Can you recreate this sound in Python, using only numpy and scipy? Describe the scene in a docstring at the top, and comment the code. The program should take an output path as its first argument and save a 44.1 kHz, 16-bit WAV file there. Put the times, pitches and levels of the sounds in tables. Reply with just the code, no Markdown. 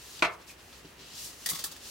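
"""A soft rub of wadded paper towel wiping paint off a wooden palette, on a table in a small, quiet studio.
The palette knocks once against the table as the hand lifts: a crack, then ringing board modes.
More wipes follow, fibres slipping over wood, then a burst of crisp scuffs where the paper catches
and lets go. The pressing hand bumps the board now and then. Room air and a faint hum lie beneath."""
import sys
import numpy as np
from scipy import signal
from scipy.fft import rfft, irfft
from scipy.io import wavfile

SR = 44100
rng = np.random.default_rng(int(sys.argv[2]) if len(sys.argv) > 2 else 0)


def digitize_waveform(pressure):
    """Quantize a signal to 16-bit integers and store it at the path in sys.argv[1].

    Rows of a 2-D input are taken as channels; values are limited to [-1, 1].
    """
    field = np.atleast_2d(pressure).T
    bounded = np.clip(field, -1, 1)
    quanta = np.round(bounded * 32767).astype(np.int16)
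    wavfile.write(sys.argv[1], SR, quanta)


N = 83790


def wipe():
    """Countless fibres slip over the wood, louder and brighter as the hand speeds up; the board drones."""
    strokes = [(0, -51.5, -2), (.1, -49.5, 3), (.195, -45.5, -7), (.215, -51.5, -2), (.29, -66, -2),
               (.34, -54, 0), (.365, -71, 3), (.42, -56.5, -4), (.462, -65, 6), (.48, -50.5, 0),
               (.512, -50.5, 2.5), (.56, -66, -3), (.6, -55, -7), (.63, -61.5, 8), (.70, -58.5, 4),
               (.735, -54, -6), (.79, -54.5, -2), (.83, -63, -1), (.855, -54, -11), (.91, -61, 2),
               (.965, -63, -3), (0.999, -51, -14.5), (1.11, -50, -7.5), (1.189, -42, 0), (1.26, -43, 9),
               (1.318, -50, 1.5), (1.376, -53.5, 2.5), (1.45, -47, 2), (1.53, -44, 6), (1.62, -45.5, -2),
               (1.70, -51, -3), (1.80, -53, -1), (1.82, -49.5, -3), (1.857, -44, -2.5), (1.9, -46, 6)]  # hand motion: t/s, level/dB, treble tilt/dB
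    rub_spectrum = [(100, -35), (1200, -25), (2200, -14.5), (2900, -3.5), (4000, 1), (5000, 1.5),
                    (7000, -0.5), (10000, -4.5), (15500, -9)]  # fibre hiss: f/Hz, density/dB
    drone_spectrum = [(40, -17), (130, 0), (260, -1.5), (380, 0), (600, -7), (1100, -3), (1550, -7),
                      (1850, 2), (2150, -4), (2700, 3), (4000, -6.5), (16000, -39)]  # rubbed board: f/Hz, density/dB
    drone_db, drone_db_per_rub_db = -42.5, 0.31
    t = np.arange(N) / SR
    times_s, levels_db, tilts_db = np.transpose(strokes)
    rub_db = np.interp(t, times_s, levels_db)
    slips = grains(N, per_s=18000, spread_db=3)
    hiss = brighten(colour(slips, rub_spectrum, lean=True), np.interp(t, times_s, tilts_db))
    drone = colour(rng.standard_normal((2, N)), drone_spectrum)
    return early_reflections(amp(rub_db) * hiss) + amp(drone_db + drone_db_per_rub_db * rub_db) * drone


def scuffs():
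    """The paper catches and lets go in a clump of snaps, with a brief hollow ring."""
    # paper catches: t/s, level/dB, attack/s, hold/s, t60/s, treble tilt/dB, ring f/Hz, ring level/dB
    catches = [(0.1925, -41, .001, 0.00088, 0.033, -24, 2900, -48),
               (0.491, -63, 0.0055, 0.016, .07, 0, 2440, -51),
               (0.726, -50.5, 0.0028, 0.0044, 0.053, -22, 2490, -56),
               (1.4594, -25.5, 0.0016, .003, 0.074, -1.5, 1890, -37),
               (1.4882, -25, 0.00053, .002, 0.057, -2.5, 1940, -47.5),
               (1.496, -31, .002, 0.0054, 0.095, 12.5, 2050, -45),
               (1.514, -57, 0.00058, 0.0039, 0.023, 4, 1137, -37.5),
               (1.53, -36.5, 0.0027, 0.0048, .06, -14, 1180, -55),
               (1.546, -34.5, 0.0035, 0.0027, 0.12, -6, 1120, -49),
               (1.554, -36.5, 0.0019, 0.0037, 0.062, -7, 2030, -45.5),
               (1.585, -32.5, 0.0075, 0.0014, 0.1, -8, 1640, -58),
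               (1.639, -26.5, 0.0016, 0.0042, 0.051, 0, 1670, -45),
               (1.653, -40.5, 0.0018, 0.0066, 0.093, 9, 1180, -50.5),
               (1.71, -39.5, 0.0083, .005, .06, -7, 1650, -61),
               (1.762, -45, 0.0015, .003, .06, -7, 1700, -58)]
    snap_spectrum = [(100, -26), (600, -10.5), (1100, -9.5), (1450, -13), (2700, -10.5), (3100, -6.5),
                     (3500, 3), (4100, -4.5), (4750, 4.5), (5150, -2.5), (5600, 0), (7500, 0), (10000, -1),
                     (12500, -2.5), (15500, -2)]  # paper snaps: f/Hz, density/dB
    ring_width, blur_per_s = 0.057, 10  # a slow attack widens the ring
    snaps, rings = np.zeros((2, N)), np.zeros((2, N))
    t = np.arange(SR // 4) / SR
    for start_s, level_db, attack_s, hold_s, t60_s, tilt_db, ring_hz, ring_db in catches:
        shape = envelope(t, attack_s, hold_s, t60_s)
        clump = colour(grains(len(t), per_s=14000, spread_db=2.5), snap_spectrum, lean=True)
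        ring = resonance(len(t), ring_hz, ring_width + blur_per_s * attack_s)
        add(snaps, start_s, amp(level_db) * shape * brighten(clump, tilt_db))
        add(rings, start_s, amp(ring_db) * shape * ring)
    return early_reflections(snaps) + rings


def knocks():
    """The palette strikes the table and rebounds: a crack, and modes that ring on."""
    blows = [(0.2226, -19, -24), (0.2468, -25.5, -44)]  # blow and rebound: t/s, crack level/dB, ring level/dB
    modes = [(116.4, -26.5, 0.46), (175.4, -16, 0.21), (287, -13.5, 0.12), (343, -7.5, .13),
             (620, -6, 0.23), (690, -10, 0.27), (837, -16, 0.26), (959, -1.5, 0.13), (1017, 0.5, 0.042),
             (1105, -11.5, 0.21), (1305, -5, 0.13), (1448, -2, 0.086), (2028, -13, 0.13), (2272, -2, 0.15),
             (2388, -7, 0.12), (2490, 2, 0.061)]  # palette modes: f/Hz, level/dB, t60/s
    crack_spectrum = [(40, -25), (130, -29), (240, -19), (330, -9), (480, -11.5), (620, -4.5), (770, -7),
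                      (1000, -1), (1400, -5), (1700, -8), (2000, -1), (2450, -1.5), (3100, -10),
                      (5500, -19), (8000, -26.5), (16000, -42)]  # many short-lived modes: f/Hz, density/dB
    contact_s, stereo_rad_per_khz, room_db = 0.00037, 0.19, -4
    cracks, rings = np.zeros((2, N)), np.zeros((2, N))
    t = np.arange(SR // 2) / SR
    modes_khz = np.array(modes)[:, 0] / 1000
    centre_rad = rng.uniform(0, 2 * np.pi, len(modes))
    offset_rad = stereo_rad_per_khz * modes_khz * rng.choice([-.5, .5], len(modes))
    phase_rad = np.array([centre_rad + offset_rad, centre_rad - offset_rad])
    ring = np.zeros((2, len(t)))
    for k, (hz, level_db, t60_s) in enumerate(modes):
        tone = np.sin(2 * np.pi * hz * t + phase_rad[:, k:k + 1])
        ring += amp(level_db) * envelope(t, contact_s, 0, t60_s) * tone
    crack_shape = envelope(t, attack_s=0.0003, hold_s=0.0046, t60_s=0.058)
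    for start_s, crack_db, ring_db in blows:
        add(cracks, start_s, amp(crack_db) * crack_shape * rng.choice([-1., 1.], (2, len(t))))
        add(rings, start_s, amp(ring_db) * ring)
    cracks = colour(cracks, crack_spectrum)
    return cracks + rings + amp(room_db) * room(cracks)


def bumps():
    """The padded hand stirs only the low modes of board and table."""
    presses = [(0.199, -64, -12), (0.481, -57, -1), (0.846, -46, 1), (0.98, -64, 10.5), (0.998, -61.5, 9.5),
               (1.237, -51, -21), (1.462, -49, -11), (1.511, -47, -7), (1.528, -40, -9), (1.64, -61.5, 9),
               (1.685, -51.5, -12)]  # hand bumps: t/s, level/dB, relative level of upper modes/dB
    modes = [(162, -0.5, 0.092), (293, 0.5, 0.087), (382, -1, .11)]  # low modes: f/Hz, level/dB, t60/s
    attack_s = 0.0022
    out = np.zeros((2, N))
    t = np.arange(SR // 4) / SR
    lowest, *upper = [amp(level_db) * np.sin(2 * np.pi * hz * t) * envelope(t, attack_s, 0, t60_s)
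                      for hz, level_db, t60_s in modes]
    for start_s, level_db, upper_db in presses:
        add(out, start_s, amp(level_db) * (lowest + amp(upper_db) * sum(upper)))
    return out


def early_reflections(x):
    """Echoes off the table and nearby things comb each channel differently."""
    echoes = [(.0007, .0011, -17.5), (.0023, 0.0015, -16), (.0038, 0.0057, -13.5)]  # short paths: left delay/s, right delay/s, level/dB
    hz = np.fft.rfftfreq(2 * N, 1 / SR)
    gains = amp(np.array(echoes)[:, 2])
    comb = 1 + sum(gain * np.exp(-2j * np.pi * hz * np.array([[left_s], [right_s]]))
                   for (left_s, right_s, _), gain in zip(echoes, gains))
    return irfft(rfft(x, 2 * N) * comb)[:, :N] / np.sqrt(1 + np.sum(gains ** 2))


def room(x, delay_s=0.005):
    """Dense reflections of the left channel, each band dying at its own rate."""
    decay = [(100, 0.15), (400, 0.37), (1100, 0.32), (2500, 0.17), (6000, 0.12), (16000, 0.15)]  # room decay: f/Hz, t60/s
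    noise = colour(rng.standard_normal((2, SR // 2)), [(20, 0), (20000, 0)])
    hz, t, bands = signal.stft(noise, SR, nperseg=256)
    _, tail = signal.istft(bands * amp(-60 * t / read(decay, hz)[:, None]), SR, nperseg=256)
    out = np.zeros((2, N))
    add(out, delay_s, signal.fftconvolve(x[:1], tail / np.linalg.norm(tail[0]), axes=1))
    return out


def background():
    """Steady room air with a faint low hum."""
    air_spectrum = [(12, -33), (20, -14.5), (81, -1), (150, -4), (446, -5), (558, -5.5), (759, -8),
                    (1570, -8.5), (2600, -12.5), (3340, -18), (5850, -24), (14700, -23), (16000, -21)]  # room air: f/Hz, density/dB
    air_db, hum_hz, hum_db = -55.5, 58.5, -65
    hum = np.sin(2 * np.pi * (hum_hz * np.arange(N) / SR + rng.random()))
    air = colour(rng.standard_normal((2, N)), air_spectrum)
    return amp(air_db) * air + amp(hum_db) * hum


def grains(size, per_s, spread_db):
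    """Random clicks of uneven strength, two channels."""
    strength = amp(spread_db * np.minimum(rng.exponential(1, (2, size)), 4))
    sign = rng.choice([-1., 1.], (2, size))
    fires = rng.random((2, size)) < per_s / SR
    return unit(strength * sign * fires)


def resonance(size, centre_hz, relative_width):
    """Noise through one resonance."""
    hz = np.fft.rfftfreq(size, 1 / SR)
    band = 1 / (1 + ((hz - centre_hz) / (relative_width * centre_hz)) ** 2)
    return unit(irfft(rfft(rng.standard_normal(size)) * band, size))


def colour(x, spectrum, lean=False):
    """Shapes two unrelated signals into a stereo pair; lean tips most bands to the left."""
    stereo_width = [(60, -21), (130, -12.5), (300, -9.5), (600, -4), (1300, -4.5), (2600, -3.5), (6000, -4),
                    (10000, -0.5), (15000, 1.5)]  # side over mid: f/Hz, level/dB
    balance = [(200, 6), (1900, 4), (3800, 2), (6000, 1), (8000, -2.5), (10000, 0.5), (13000, 3),
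               (16000, 1.5)]  # left over right: f/Hz, level/dB
    size = x.shape[1]
    hz = np.fft.rfftfreq(size, 1 / SR)
    mid, side = rfft(x)
    width = amp(read(stereo_width, hz))
    left = amp(read(balance, hz) / 2) if lean else 1
    pair = np.array([(mid + width * side) * left, (mid - width * side) / left]) / np.sqrt(1 + width ** 2)
    gain = unit(amp(read(spectrum, hz)))
    return irfft(pair * minimum_phase(gain, size), size)


def brighten(x, tilt_db, pivot_hz=4630):
    """Tilts the bands above and below the pivot against each other."""
    size = x.shape[1]
    octave = np.log2(np.fft.rfftfreq(size, 1 / SR) / pivot_hz + 1e-6).clip(-1, 1)
    low, mid, high = [irfft(rfft(x) * np.maximum(1 - abs(octave - k), 0), size) for k in (-1, 0, 1)]
    return amp(-tilt_db / 2) * low + mid + amp(tilt_db / 2) * high


def minimum_phase(gain, size):
    """Adds the phase that makes a filter ring after a click, never before."""
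    mirrored = np.r_[gain, gain[size - len(gain):0:-1]]
    phase_rad = -signal.hilbert(np.log(mirrored)).imag[:len(gain)]
    return gain * np.exp(1j * phase_rad)


def envelope(t, attack_s, hold_s, t60_s):
    """Linear rise, hold, exponential release."""
    return np.minimum(t / attack_s, 1) * amp(-60 * np.maximum(t - attack_s - hold_s, 0) / t60_s)


def amp(db):
    """Decibels to gain."""
    return 10 ** (np.asarray(db) / 20)


def unit(x):
    """Scales to rms 1."""
    return x / np.sqrt(np.mean(x ** 2) + 1e-20)


def read(points, hz):
    """Interpolates a table over log frequency."""
    points_hz, values = np.transpose(points)
    return np.interp(np.log(hz + 1), np.log(points_hz), values)


def add(mix, start_s, sound):
    """Mixes a sound in place."""
    part = mix[:, round(start_s * SR):][:, :sound.shape[-1]]
    part += sound[..., :part.shape[1]]


def scene():
    """Paper, palette and room together."""
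    room_db = -9.5
    paper = wipe() + scuffs()
    return paper + amp(room_db) * room(paper) + knocks() + bumps() + background()


def record(dry):
    """Steep low-pass band limit."""
    edge_hz = 15950
    lowpass = signal.firwin(511, edge_hz, window=("kaiser", 9), fs=SR)
    return signal.oaconvolve(dry, lowpass[None], "same")


dry = scene()
out = record(dry)
digitize_waveform(out)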